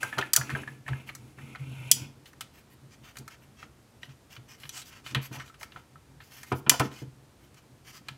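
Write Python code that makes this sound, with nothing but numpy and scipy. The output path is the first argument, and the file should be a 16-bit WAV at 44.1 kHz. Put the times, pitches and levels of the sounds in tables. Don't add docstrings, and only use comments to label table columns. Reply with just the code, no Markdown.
import sys
import numpy as np
from scipy import signal
from scipy.fft import rfft, irfft
from scipy.io import wavfile
from scipy.ndimage import uniform_filter1d

SR = 44100
rng = np.random.default_rng(int(sys.argv[2]) if len(sys.argv) > 2 else 0)


def wrap_up_sound(samples):
    columns = np.atleast_2d(samples).T
    tamed = np.clip(columns, -1, 1)
    steps = np.round(tamed * 32767).astype(np.int16)
    wavfile.write(sys.argv[1], SR, steps)


N = 360561
TIME = np.arange(N) / SR

# pitch_hz, relative_db, t60_s
SHELL_MODES = [(1000, -11, .06), (1330, -9, .06), (1686, -7, .05), (2370, -8, .035), (2997, -4, .045),
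               (3220, -7, .04), (3400, -12, .09), (4700, -3, .03), (5095, -5, .03), (5865, 0, .04),
               (6110, -5, .03), (6322, -4, .035), (6812, -2, .03), (7060, -3, .03), (7923, -1, .035),
               (8910, -5, .025), (9275, -5, .025), (10785, -6, .025), (11300, -5, .025), (13560, -7, .02)]
# pitch_hz, width_hz, relative_db
TABLE_MODES = [(224, 18, 2), (270, 22, -2), (301, 16, 1), (346, 24, -3), (395, 28, -2), (468, 16, -1),
               (680, 220, -9), (880, 40, 0), (945, 30, -6), (1003, 40, -4), (1140, 30, -9), (1295, 70, -6),
               (1384, 45, -5), (1760, 80, -8), (2340, 140, -5), (3000, 60, -9)]
# lowest_mode_db, higher_modes_db
THUMPS = [(0.03, 0.02, -43, -56), (0.165, .022, -34.5, -46), (0.374, .03, -31.5, -52),
          (0.51, 0.035, -30.5, -45), (0.878, 0.048, -26.5, -45), (0.775, 0.03, -46.5, -55),
          (1.588, 0.032, -34, -57), (1.655, 0.026, -40, -60), (1.70, 0.027, -37, -43.5),
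          (1.785, .03, -40, -54), (1.916, 0.023, -41.5, -46), (1.994, .03, -38.5, -43),
          (2.075, 0.024, -45.5, -49), (2.81, 0.037, -49, -58), (3.179, 0.035, -43, -44.5),
          (3.625, 0.031, -59, -49.5), (4.06, 0.051, -46, -65.5), (4.368, 0.027, -43, -54),
          (4.635, 0.026, -48, -63), (5.085, 0.055, -45, -43), (5.143, 0.034, -26, -33),
          (5.304, 0.015, -39, -37), (5.36, 0.027, -37.5, -47), (5.745, 0.018, -53, -50.5),
          (6.154, 0.018, -50, -60), (6.512, 0.023, -25.5, -27.5), (6.66, .015, -31.5, -32),
          (6.705, .013, -33.5, -32.5), (6.795, .016, -23.5, -27), (6.84, .014, -40, -31),
          (7.014, .018, -35, -43), (7.06, .02, -41.5, -52), (7.994, .02, -53, -57),
          (8.091, 0.032, -44.5, -56)]
# lowest_mode_db, higher_modes_db
SLIDES = [(0.0, 0.093, -46, -49, -5, -64, -53), (0.114, 0.259, -49.5, -59, 3.5, -58, -47),
          (0.422, 0.62, -51.5, -57.5, 3, -49, -45), (0.66, 0.748, -63, -65.5, -1, -47.5, -49.5),
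          (0.851, 1.016, -54, -64, -1.5, -52, -53), (1.054, 1.324, -70, -67.5, -2.5, -56.5, -57.5),
          (1.368, 1.534, -56.5, -64.5, 1, -48, -49), (1.578, 1.91, -54, -63, 6, -45, -59),
          (1.947, 2.053, -53, -59, -4, -48, -45.5)]


def amp(db):
    return 10 ** (np.asarray(db) / 20)


def unit(x):
    return x / np.sqrt(np.mean(x ** 2) + 1e-20)


def crest(x, size=176):
    return x / np.sqrt(uniform_filter1d(x ** 2, size).max() + 1e-20)


def read(points, hz):
    f, value = np.transpose(points)
    return np.interp(np.log(hz + 1), np.log(f + 1), value)


def add(mix, start_s, sound):
    part = mix[max(round(start_s * SR), 0):][:len(sound)]
    part += sound[:len(part)]


def band(x, lo_hz, hi_hz, order=3):
    return signal.sosfilt(signal.butter(order, [lo_hz, hi_hz], "band", fs=SR, output="sos"), x)


def colour(x, points):
    gain = amp(read(points, np.fft.rfftfreq(len(x), 1 / SR)))
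    return irfft(rfft(x) * gain, len(x))


def resonate(x, modes):
    out = 0
    for hz, width_hz, db in modes:
        b, a = signal.iirpeak(hz, hz / width_hz, SR)
        out = out + amp(db) * signal.lfilter(b, a, x)
    return out


def drift(size):
    return unit(uniform_filter1d(uniform_filter1d(rng.standard_normal(N), size), size))


def friction(grains_per_s, spread_db, grain_share, uneven_db):
    grain_size = amp(spread_db * np.minimum(rng.exponential(1, N), 4))
    grains = (rng.random(N) < grains_per_s / SR) * grain_size * rng.choice([-1, 1], N)
    slips = rng.standard_normal(N) + grain_share * unit(grains)
    return slips * amp(uneven_db * drift(size=400))


def room_hush():
    # pitch_hz, relative_db (per Hz)
    hush_spectrum = [(15, -42.5), (25, -15), (66, 0.5), (123, -1.5), (180, -7), (229, -6.5), (607, -14.5),
                     (1020, -17.5), (1330, -19.5), (2610, -24), (2990, -25), (4370, -26.5), (12500, -31),
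                     (14400, -29.5), (16000, -42)]
    return amp(-58) * unit(colour(rng.standard_normal(N), hush_spectrum))


def room(x, wet_db, bounce_db, bounce_s):
    # pitch_hz, t60_s
    room_decay = [(150, .5), (500, 0.4), (2000, 0.33), (5000, .34), (9000, 0.2), (15000, .22)]
    hz, t, z = signal.stft(rng.standard_normal(SR * 3 // 4), SR, nperseg=256)
    decay = amp(-60 * t / read(room_decay, hz)[:, None])
    tail = signal.istft(z * decay, SR, nperseg=256)[1]
    tail = tail * np.clip(np.arange(len(tail)) / SR / 0.0009 - 1, 0, 1)
    echo = amp(wet_db) * tail / np.linalg.norm(tail)
    scatter = rng.standard_normal(200) * np.exp(-np.arange(200) / 20)
    scatter = band(scatter, 1500, 16000, order=1)
    add(echo, bounce_s, amp(bounce_db) * scatter / np.linalg.norm(scatter))
    return x + signal.fftconvolve(x, echo)[:N]


def slid(column_db):
    attack_s, t60_s = 0.018, 0.2
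    out = np.zeros(N)
    for (start_s, end_s, _, _, change_db, _, _), db in zip(SLIDES, column_db):
        t = np.clip(TIME - start_s, 0, None)
        progress = np.minimum(t / (end_s - start_s), 1)
        release_db = -60 * np.clip(TIME - end_s, 0, None) / t60_s
        out += np.minimum(t / attack_s, 1) * amp(db + change_db * (progress - .5) + release_db)
    return out


def thumped(column_db):
    swing_t60_s, frame_db, frame_t60_s = .13, -16, .5
    power, t = np.zeros(N), np.arange(SR // 2) / SR
    for (start_s, rise_s, _, _), db in zip(THUMPS, column_db):
        after = np.maximum(t - rise_s, 0)
        rise = np.sin(np.pi / 2 * np.minimum(t / rise_s, 1)) ** 2
        fall = amp(-60 * after / swing_t60_s) + amp(frame_db - 60 * after / frame_t60_s)
        add(power, start_s, (amp(db) * rise * fall) ** 2)
    return np.sqrt(power)


def table_boom():
    _, _, thump_low_db, thump_high_db = np.transpose(THUMPS)
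    *_, slide_low_db, slide_high_db = np.transpose(SLIDES)
    rest = amp(-63 + 4.5 * drift(size=1500))
    uneven_slide = slid(slide_low_db) * amp(3.0 * drift(size=900))
    swing = np.hypot(thumped(thump_low_db), uneven_slide + rest)
    shake = np.hypot(thumped(thump_high_db), slid(slide_high_db) + rest)
    mode_hz = 132 + 5 * drift(size=1100)
    mode = np.sqrt(2) * np.sin(2 * np.pi * np.cumsum(mode_hz) / SR)
    rumble = unit(band(rng.standard_normal(N), 71, 150, order=4))
    upper = unit(band(resonate(rng.standard_normal(N), TABLE_MODES), 205, 320, order=1))
    return swing * (amp(-1.5) * mode + amp(-11.5) * rumble) + amp(-5.5) * shake * upper


def knocks():
    # start_s, low_db (250-520 Hz), mid_db (520-1450 Hz), high_db (1.5-3.2 kHz), t60_s
    knock_events = [(0.031, -48, -37.5, -48, 0.17), (0.173, -37, -34, -54, 0.077),
                    (0.186, -32, -31, -36, 0.076), (0.371, -44, -36.5, -50, 0.26),
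                    (0.556, -38.5, -39.5, -39.5, 0.13), (0.882, -46, -43, -60, 0.31),
                    (5.152, -41, -40, -37, 0.17), (5.312, -51, -57, -65.5, 0.086),
                    (5.341, -55, -45.5, -50, 0.29), (5.613, -62, -46.5, -63, 0.064),
                    (5.761, -62, -48, -56, 0.08), (6.5161, -23.5, -24.5, -34.5, 0.086),
                    (6.663, -33.5, -34.5, -39, 0.089), (6.711, -43, -29.5, -34.5, 0.089),
                    (6.736, -58, -32, -37, 0.088), (6.7981, -25.5, -21.5, -32.5, 0.11),
                    (7.014, -40.5, -57.5, -64.5, 0.08), (8.086, -63, -46, -49, 0.02)]
    out, t = np.zeros(N), np.arange(SR // 2) / SR
    for start_s, low_db, mid_db, high_db, t60_s in knock_events:
        blow = rng.standard_normal(len(t)) * amp(-60 * t / t60_s) * (1 - np.exp(-t / 0.0013))
        body = resonate(blow, TABLE_MODES) + .3 * blow
        low, mid, high = band(body, 250, 520), band(body, 520, 1450), band(body, 1500, 3200)
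        add(out, start_s, amp(low_db) * crest(low) + amp(mid_db) * crest(mid) + amp(high_db) * crest(high))
    return out


def drag():
    # pitch_hz, width_hz, relative_db
    leg_modes = [(560, 250, -8), (900, 150, -6), (1400, 200, -6), (2180, 150, -6), (2370, 170, 0),
                 (2610, 140, -1), (2960, 90, -7), (3400, 120, -13), (5500, 200, -15), (6330, 200, -13),
                 (7000, 200, -14), (8000, 200, -14), (10050, 300, -8), (12500, 2000, -21)]
    # time_s, pitch_factor (on the body band only)
    leg_bend = [(0, 0.96), (1.25, 0.99), (1.42, 0.98), (1.6, 0.94), (1.72, 1.1), (1.82, 0.98), (1.9, 1.04)]
    _, _, body_db, edge_db, *_ = np.transpose(SLIDES)
    slips = friction(grains_per_s=400, spread_db=3, grain_share=.5, uneven_db=1.3)
    legs = resonate(slips, leg_modes) + .04 * slips
    speed = np.interp(TIME, *np.transpose(leg_bend))
    bent = np.interp(np.cumsum(speed) / SR, TIME, legs)
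    body, edge = unit(band(bent, 400, 3300)), unit(band(legs, 4200, 16500))
    return slid(body_db) * body + slid(edge_db) * edge


def scuffs(patch_db, taper_share):
    # start_s, end_s, low_db (0.6-3.5 kHz), mid_db (4.3-8.5 kHz),
    # high_db (9-16.5 kHz)
    scuff_events = [(1.059, 1.112, -52, -61, -58), (2.25, 2.31, -66.5, -64.5, -61.5),
                    (2.518, 2.631, -63, -66.5, -64.5), (2.69, 2.76, -65.5, -71.5, -63.5),
                    (2.895, 2.966, -62, -61.5, -71.5), (3.012, 3.135, -54.5, -60.5, -63.5),
                    (3.13, 3.234, -71, -72, -66), (3.292, 3.365, -53.5, -59, -64),
                    (3.406, 3.467, -65.5, -72, -70), (3.553, 3.68, -58, -61.5, -70.5),
                    (4.003, 4.083, -60.5, -63, -68), (4.085, 4.138, -61, -65.5, -75),
                    (4.285, 4.392, -55, -57.5, -60.5), (4.465, 4.579, -56.5, -56.5, -63),
                    (4.559, 4.726, -61, -63, -61), (4.703, 4.841, -50.5, -46, -52.5),
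                    (4.84, 4.911, -58.5, -54.5, -54.5), (4.879, 5.029, -54.5, -60, -66),
                    (5.028, 5.146, -48.5, -51, -56.5), (5.206, 5.289, -49.5, -51.5, -47.5),
                    (5.307, 5.387, -48, -50.5, -52.5), (5.362, 5.45, -54, -56, -64),
                    (5.433, 5.523, -64, -62, -66), (5.581, 5.664, -61.5, -56, -56),
                    (5.692, 5.832, -61, -68.5, -69), (6.19, 6.313, -69, -64.5, -64.5),
                    (6.28, 6.462, -55, -56, -55), (6.437, 6.542, -59.5, -61, -60),
                    (6.538, 6.612, -76, -58, -52), (6.814, 6.899, -51, -52, -57),
                    (6.886, 7.061, -55.5, -56, -62), (7.377, 7.493, -69, -74.5, -72),
                    (7.556, 7.609, -60, -64, -69), (7.834, 7.938, -54.5, -56.5, -59.5),
                    (7.913, 8.008, -54.5, -54, -58), (8.04, 8.15, -63, -67.5, -83)]
    # pitch_hz, relative_db (per Hz)
    scuff_spectrum = [(300, -26.5), (700, -4), (1300, 1), (2400, 2.5), (3000, 2.5), (3800, -8.5),
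                      (6200, -7), (9000, -16.5), (13000, -7.5), (16000, -13.5)]
    slips = friction(grains_per_s=530, spread_db=3.5, grain_share=0.52, uneven_db=1.5)
    slips = colour(slips, scuff_spectrum)
    shell_widths = [(hz, 5 / t60_s, db) for hz, db, t60_s in SHELL_MODES]
    slips = slips + 0.26 * resonate(slips, shell_widths)
    out, patch_hz = np.zeros(N), np.geomspace(600, 16000, 80)
    for start_s, end_s, low_db, mid_db, high_db in scuff_events:
        patch = np.c_[patch_hz, patch_db * rng.standard_normal(len(patch_hz))]
        size = max(round((end_s - start_s) * SR), 256)
        slide = colour(slips[round(start_s * SR):][:size], patch)
        low, mid, high = band(slide, 600, 3500), band(slide, 4300, 8500), band(slide, 9000, 16500)
        stroke = signal.windows.tukey(len(slide), taper_share)
        rub = amp(low_db) * unit(low) + amp(mid_db) * unit(mid) + amp(high_db) * unit(high)
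        add(out, start_s, stroke * rub)
    return out


def hollow():
    t = np.arange(SR // 6) / SR
    return crest(band(rng.standard_normal(len(t)) * amp(-60 * t / .06), 517, 1210, order=2))


def taps():
    # start_s, peak_db (of the tick), pitch_hz, t60_s
    tap_events = [(0.0295, -19.5, 1584, 0.17), (0.1273, -25, 1727, 0.19), (0.187, -16.5, 1405, 0.14),
                  (0.2116, -27, 2520, 0.054), (0.2252, -19.5, 1747, 0.082), (0.3544, -27, 1690, 0.09),
                  (0.372, -23, 1393, 0.15), (0.413, -21.5, 1690, 0.06), (0.494, -26, 1700, 0.03),
                  (0.5508, -20.5, 1630, 0.053), (0.634, -31, 1675, 0.037), (0.676, -28.5, 1723, 0.14),
                  (0.8643, -35.5, 1730, 0.073), (0.9325, -27.5, 1687, 0.062), (1.0909, -29.5, 2244, 0.034),
                  (3.278, -40, 1345, 0.093), (3.6274, -39.5, 1372, 0.046), (4.0315, -32.5, 1950, 0.031),
                  (5.499, -41.5, 1333, 0.084), (5.7606, -34, 1345, 0.096), (5.9571, -41, 1316, 0.076),
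                  (6.203, -41.5, 1750, 0.049)]
    out, t = np.zeros(N), np.arange(SR // 6) / SR
    for start_s, db, hz, t60_s in tap_events:
        chatter = .3 * unit(band(rng.standard_normal(len(t)), hz * .7, hz * 1.3, order=2))
        decay = amp(-60 * t / .025) + .4 * amp(-60 * t / t60_s)
        tick = (np.sin(2 * np.pi * hz * t) + chatter) * decay * (1 - np.exp(-t / 0.00038))
        add(out, start_s, amp(db) * (tick / abs(tick).max() + amp(-21) * hollow()))
    return out


def shell_hit(low_db, mid_db, high_db, t60_s, rise_s, tick_db, ring_db, buzz_db, buzz_t60_s, mid_top_hz):
    t = np.arange(SR // 5) / SR
    decay = amp(tick_db - 60 * t / 0.0029) + amp(-60 * t / t60_s) + amp(buzz_db - 60 * t / buzz_t60_s)
    crack = rng.standard_normal(len(t)) * decay
    hz, db, mode_t60_s = np.transpose(SHELL_MODES)[:, :, None]
    hz = hz * rng.normal(1, .007, hz.shape)
    db = db + rng.normal(0, 3, db.shape)
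    cycles = hz * t + rng.random(hz.shape)
    ring = (amp(db - 60 * t / mode_t60_s) * np.sin(2 * np.pi * cycles)).sum(0)
    hit = (crack + amp(ring_db) * ring) * (1 - np.exp(-(t / rise_s) ** 2))
    low, mid = band(hit, 1100, 2200, order=4), band(hit, 2400, mid_top_hz, order=4)
    high = band(hit, 4400, 17000)
    return amp(low_db) * crest(low) + amp(mid_db) * crest(mid), amp(high_db) * crest(high)


def clicks():
    # start_s, low_db (1.1-2.2 kHz), mid_db (2.4-4.26 kHz), high_db (above 4.4 kHz, before softening), t60_s
    click_events = [(0.0306, -31, -51, -31, 0.031), (0.182, -32, -33, -37.5, 0.012),
                    (0.1865, -31, -38.5, -34, 0.038), (0.212, -41, -39, -47, 0.034),
                    (0.5001, -34, -41.5, -45, 0.11), (0.879, -34, -50.5, -49.5, 0.036),
                    (0.884, -39.5, -46.5, -53, 0.055), (1.094, -42, -47, -60, 0.051),
                    (1.1503, -49, -56, -37.5, 0.036), (1.384, -46.5, -78, -73, 0.079),
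                    (1.549, -39.5, -60, -61, 0.04), (1.556, -40.5, -50.5, -60, 0.043),
                    (2.256, -56, -51.5, -55.5, 0.081), (2.3316, -53, -68.5, -57, 0.031),
                    (2.408, -40, -38, -34.5, 0.05), (3.156, -52, -57, -59, 0.055),
                    (3.169, -44, -47, -41.5, 0.031), (3.1847, -63.0, -63, -42, 0.036),
                    (3.278, -46, -54.5, -45, 0.038), (3.6277, -43.5, -53.5, -65, 0.044),
                    (4.031, -65, -42, -54, 0.014), (4.091, -61, -59, -68, 0.04),
                    (4.364, -47.5, -48, -61, 0.03), (4.6, -64, -58, -54, 0.055),
                    (4.6332, -47, -44.5, -60.5, 0.03), (4.653, -49, -49, -62, 0.027),
                    (4.6923, -53, -41, -34, 0.0073), (4.777, -48, -48, -42, 0.045),
                    (4.816, -54, -49, -45, 0.069), (5.062, -42.5, -41, -55, 0.041),
                    (5.147, -28.5, -25.5, -33.5, 0.035), (5.1541, -36.5, -46, -59, 0.058),
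                    (5.397, -40, -50, -60, 0.11), (5.477, -56, -54.5, -62, 0.04),
                    (5.541, -54, -58, -64, 0.061), (5.611, -45.5, -53, -62, 0.012),
                    (5.6299, -38, -45, -40, 0.016), (5.72, -54, -50, -69.5, 0.021),
                    (5.76, -53, -57.5, -71, 0.11), (6.2033, -54, -57, -74, 0.13),
                    (6.431, -44.5, -54, -42.5, 0.06), (6.5213, -35.5, -45, -45, 0.045),
                    (6.796, -29.5, -32, -27, 0.052), (6.915, -50, -54, -61, 0.054),
                    (7.543, -63.5, -65, -57.5, 0.045), (8.0844, -38, -37, -43, 0.025)]
    out = np.zeros(N)
    for start_s, low_db, mid_db, high_db, t60_s in click_events:
        body, edge = shell_hit(low_db, mid_db, high_db, t60_s, rise_s=0.00054, tick_db=5.5, ring_db=-12,
                               buzz_db=-21, buzz_t60_s=0.18, mid_top_hz=4260)
        add(out, start_s, amp(low_db - 10.5) * hollow())
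        add(out, start_s, body + band(edge, 1900, 12500, order=1))
    return out


def snaps():
    # start_s, low_db (1.1-2.2 kHz), mid_db (2.4-3.45 kHz), high_db (above 4.4 kHz), t60_s (of the crack)
    snap_events = [(0.3332, -34, -34, -13.5, 0.02), (0.3621, -29.5, -29, -10.5, 0.014),
                   (1.9139, -38.5, -22.5, -6, 0.017), (6.6948, -20.5, -17, -6, 0.016)]
    out = np.zeros(N)
    for start_s, low_db, mid_db, high_db, t60_s in snap_events:
        body, edge = shell_hit(low_db, mid_db, high_db, t60_s, rise_s=.0009, tick_db=2, ring_db=-15,
                               buzz_db=-21, buzz_t60_s=.1, mid_top_hz=3450)
        add(out, start_s, body + edge)
    return out


def scene():
    rubbing = scuffs(patch_db=3.0, taper_share=0.78)
    toy = knocks() + drag() + rubbing + taps() + clicks() + snaps()
    toy_in_room = room(toy, wet_db=-14, bounce_db=-12.5, bounce_s=0.0033)
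    return (room_hush() + table_boom() + toy_in_room)[None]


def record(dry):
    # pitch_hz, gain_db
    mic_response = [(25, -14), (48, -1), (9000, 0), (13000, -3.5), (16000, -6)]
    heard = np.clip(colour(dry[0], mic_response), -1, 1)
    low_pass = signal.firwin(301, 15950, window=("kaiser", 8), fs=SR)
    return signal.oaconvolve(heard, low_pass, "same")[None]


dry = scene()
out = record(dry)
wrap_up_sound(out)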